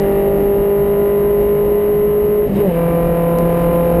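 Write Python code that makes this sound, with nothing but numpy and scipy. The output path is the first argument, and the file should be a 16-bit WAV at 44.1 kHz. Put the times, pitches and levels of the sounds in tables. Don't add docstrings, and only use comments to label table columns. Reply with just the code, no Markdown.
import sys
import numpy as np
from scipy import signal
from scipy.fft import rfft, irfft
from scipy.io import wavfile
from scipy.ndimage import map_coordinates

SR = 44100
rng = np.random.default_rng(int(sys.argv[2]) if len(sys.argv) > 2 else 0)


def put_to_file(sound):
    columns = np.atleast_2d(sound).T
    safe = np.clip(columns, -1, 1)
    whole_steps = np.round(safe * 32767)
    wavfile.write(sys.argv[1], SR, whole_steps.astype(np.int16))


N = 176400
T = np.arange(N) / SR

# time in seconds, firing rate in Hz.
FIRING_RATE = [(0,198.3),(.5,200.7),(1,202.5),(2,206.9),(2.47,208.5),(2.535,196.5),(2.61,207),(2.65,199),(2.69,179),(2.73,166.5),(2.78,169),(3.38,169.3),(3.6,170.4),(4,171.2)]
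# time in seconds, gain of the engine tones in dB.
THROTTLE_GAIN = [(0,-0.5),(1.5,0),(2.45,-0.5),(2.475,-10),(2.5,-8),(2.52,-15.5),(2.555,-16),(2.58,-2.5),(2.63,1),(2.67,0.5),(2.735,-3),(2.76,-0.5),(4,0)]
# time in seconds, gain of the fundamental in dB.
OVERRUN_GAIN = [(2.45,0),(2.48,8),(2.51,16),(2.555,23),(2.58,15),(2.6,4),(2.63,-8),(2.665,1),(2.695,5),(2.715,2),(2.735,-3),(2.76,0)]
# time in seconds, roughness from 0 to 1.
ROUGHNESS = [(2.45,0),(2.5,.7),(2.57,0.37),(2.63,0.1),(2.68,0.2),(2.74,0.5),(2.8,0.08)]
# frequency in Hz, base level of a harmonic in dB.
RESONANCES = [(165,-19.5),(180,-15),(198,-23.5),(207,-28.5),(340,-28.5),(385,-21.5),(402,-13.5),(416,-13),(450,-25),(505,-17.5),(515,-15.5),(545,-24),(570,-16),(598,-25),(610,-30),(622,-35.5),(675,-28),(690,-25.5),(745,-45),(796,-30.5),(812,-40),(832,-47.5),(846,-37.5),(860,-29.5),(900,-36),(998,-45.5),(1012,-36),(1042,-41.5)]
# multiple of the firing rate, base level in dB before the shift, and after it.
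ENGINE_ORDERS = [(0.75, -32, -49), (1.75, -34.5, -47), (2.25, -36, -51), (2.75, -30.5, -35.5),
                 (3.25, -36, -31), (3.75, -49, -42.5), (4.25, -43, -36), (4.5, -57.5, -60),
                 (4.75, -44, -45), (5.25, -58.5, -45), (5.5, -56, -61), (5.75, -51.5, -42),
                 (6.0, -48.5, -32.5), (6.25, -50, -62), (6.5, -59.5, -57), (6.75, -60, -52.5),
                 (7.0, -50, -40.5), (7.25, -56.5, -44.5), (7.75, -54.5, -52), (8.0, -59, -47),
                 (8.25, -59.5, -50.5), (8.75, -61, -56), (9.0, -58.5, -54.5), (9.25, -58.5, -52),
                 (9.5, -58.5, -59), (9.75, -50.5, -58.5), (10.0, -63, -54), (10.75, -53.5, -56.5),
                 (11.0, -63, -50.5), (11.25, -66.5, -51), (11.75, -59, -59), (12.0, -65, -51),
                 (12.25, -63.5, -61), (13.75, -60.5, -54), (14.25, -61.5, -50)]
# time in seconds, gain in dB.
TREBLE_GAIN = [(0.04, -37.5), (0.34, -41.5), (1.81, -42), (2.51, -43), (2.61, -36), (2.63, -39),
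               (2.82, -39), (3.12, -40.5), (3.55, -38.5), (3.93, -38.5), (3.96, -40)]
ROAD_GAIN = [(0,-21),(.8,-22.5),(1.7,-24.5),(2.44,-23.5),(2.56,-19.5),(2.7,-22.5),(3.1,-23),(4,-21)]
# frequency in Hz, relative spectral density in dB.
RATTLE_SPECTRUM = [(900,-11),(1300,-6.5),(1600,-3),(2000,-0.5),(2400,-2),(2900,-4),(3400,-17.5),(3800,-14.5),(4300,-27),(5800,-26)]
RASP_SPECTRUM = [(400,-0.5),(700,10.5),(950,5),(1200,3),(1450,-2.5),(2000,2),(2450,-5.5),(2950,-3),(3400,-13.5),(3800,-10.5),(4300,-26),(4700,-18.5),(5600,-36.5),(6000,-37)]
THUD_SPECTRUM = [(25,-21),(55,-8.5),(140,17),(260,-17),(600,-54.5)]
CLACK_SPECTRUM = [(2000,-11.5),(3300,-10.5),(3650,1.5),(3800,2),(3950,-4.5),(4300,-13),(5300,-5),(6000,-13)]
ROAD_SPECTRUM = [(8,-36),(18,-11.5),(27,-0.5),(40,-1),(65,2),(90,-7.5),(120,-7.5),(150,0),(220,-5),(280,-4),(400,-2.5),(520,-5.5),(650,-12.5),(850,-18.5),(1400,-48.5)]

FIRINGS_PER_CYCLE = 4


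def exhaust(firing_hz, firings, throttle_db, waver_db=0.74, dulling_db=13, burble_hz=47):
    roughness = in_time(ROUGHNESS)
    depth = 0.49 * roughness
    out = 0
    for k in range(1, 6):
        db = at_hz(RESONANCES, k * firing_hz) + throttle_db + waver_db * drift(28)
        if k == 1:
            db += in_time(OVERRUN_GAIN)
        if k > 3:
            db -= dulling_db * roughness
        stumble = depth * drift(burble_hz) / (2 * np.pi)
        out += partial(k * firings + stumble, db) * (1 + depth * drift(burble_hz))
    return out


def uneven_cylinders(firings, throttle_db, shift_s=2.68, crossfade_s=.09, waver_db=2.0):
    shifted = np.clip((T - shift_s) / crossfade_s, 0, 1)
    fade_db = -1.6 * (T - shift_s / 2)
    load_db = throttle_db - 2.5 * in_time(ROUGHNESS)
    out = partial(firings / FIRINGS_PER_CYCLE, load_db - 37.5)
    for order, before_db, after_db in ENGINE_ORDERS:
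        db = (1 - shifted) * (before_db + fade_db) + shifted * after_db
        out += partial(order * firings, db + load_db + waver_db * drift(3.8))
    return out


def valve_rattle(firings, count=320, gain_db=-5):
    accent = 1 + 0.2 * np.cos(2 * np.pi * FIRINGS_PER_CYCLE * np.arange(count) / count)
    contacts = accent * rng.standard_normal(count)
    position = (firings / FIRINGS_PER_CYCLE) % 1 * count
    impacts = map_coordinates(contacts, [position], order=3, mode="grid-wrap")
    return from_db(gain_db) * colour(impacts, RATTLE_SPECTRUM)


def combustion_rasp(firings, pulsing=0.19, gain_db=3.5):
    angle = 2 * np.pi * firings
    pulses = (np.cos(angle) + np.cos(2 * angle)) / 2
    envelope = 1 + pulsing * pulses + 0.11 * np.cos(angle / FIRINGS_PER_CYCLE)
    return from_db(gain_db) * colour(rng.standard_normal(N) * envelope, RASP_SPECTRUM)


def gear_change(peak_s=2.568, width_s=.018, thud_db=-20, clack_db=-47.5):
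    swell = np.exp(-.5 * ((T - peak_s) / width_s) ** 2)
    return swell * (from_db(thud_db) * noise(THUD_SPECTRUM) + from_db(clack_db) * noise(CLACK_SPECTRUM))


def road_roar(waver_db=1.5):
    return from_db(in_time(ROAD_GAIN) + waver_db * drift(7.3)) * noise(ROAD_SPECTRUM)


def gain_control(x, rest_db=-13, share=0.32, reaction_s=0.012):
    pole = np.exp(-1 / (reaction_s * SR))
    rest_power = from_db(rest_db) ** 2
    power = rest_power + signal.lfilter([1 - pole], [1, -pole], x ** 2 - rest_power)
    return x * (power / rest_power) ** (-share / 2)


def sample_and_hold(x, hold_hz=12000, edge_hz=5700):
    narrow = signal.sosfilt(signal.ellip(8, .2, 60, edge_hz, fs=SR, output="sos"), x)
    samples = signal.resample(narrow, N * hold_hz // SR, axis=-1)
    return signal.resample(np.repeat(samples, 4, axis=-1), N, axis=-1)


def from_db(db):
    return 10 ** (np.asarray(db) / 20)


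def rms_one(x):
    return x / np.sqrt(np.mean(x ** 2) + 1e-20)


def in_time(rows):
    return np.interp(T, *np.transpose(rows))


def at_hz(spectrum, hz):
    knots_hz, db = np.transpose(spectrum)
    return np.interp(np.log(hz + 1e-9), np.log(knots_hz), db)


def colour(x, spectrum):
    gain = from_db(at_hz(spectrum, np.fft.rfftfreq(N, 1 / SR)))
    return rms_one(irfft(rfft(x) * gain, N))


def noise(spectrum):
    return colour(rng.standard_normal(N), spectrum)


def drift(corner_hz, step=40):
    pole = np.exp(-2 * np.pi * corner_hz * step / SR)
    white = rng.standard_normal(N // step + 2002)
    slow = signal.lfilter([1], [1, -2 * pole, pole ** 2], white)[2000:]
    return np.interp(np.arange(N) / step, np.arange(len(slow)), rms_one(slow))


def partial(periods, db):
    return np.sqrt(2) * from_db(db) * np.sin(2 * np.pi * (periods + rng.random()))


def scene():
    firing_hz, throttle_db = in_time(FIRING_RATE), in_time(THROTTLE_GAIN)
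    firings = np.cumsum(firing_hz) / SR + 0.0047 * drift(34)
    tones = exhaust(firing_hz, firings, throttle_db) + uneven_cylinders(firings, throttle_db)
    treble = from_db(in_time(TREBLE_GAIN)) * (valve_rattle(firings) + combustion_rasp(firings))
    return (tones + treble + road_roar() + gear_change())[None]


def record(dry, tick_s=3.387, tick_db=-11, cutoff_hz=15200):
    held = sample_and_hold(gain_control(dry))
    tick = from_db(tick_db) * (np.arange(N) == int(tick_s * SR))
    return signal.sosfilt(signal.ellip(12, .1, 80, cutoff_hz, fs=SR, output="sos"), held + tick)


dry = scene()
out = record(dry)
put_to_file(out)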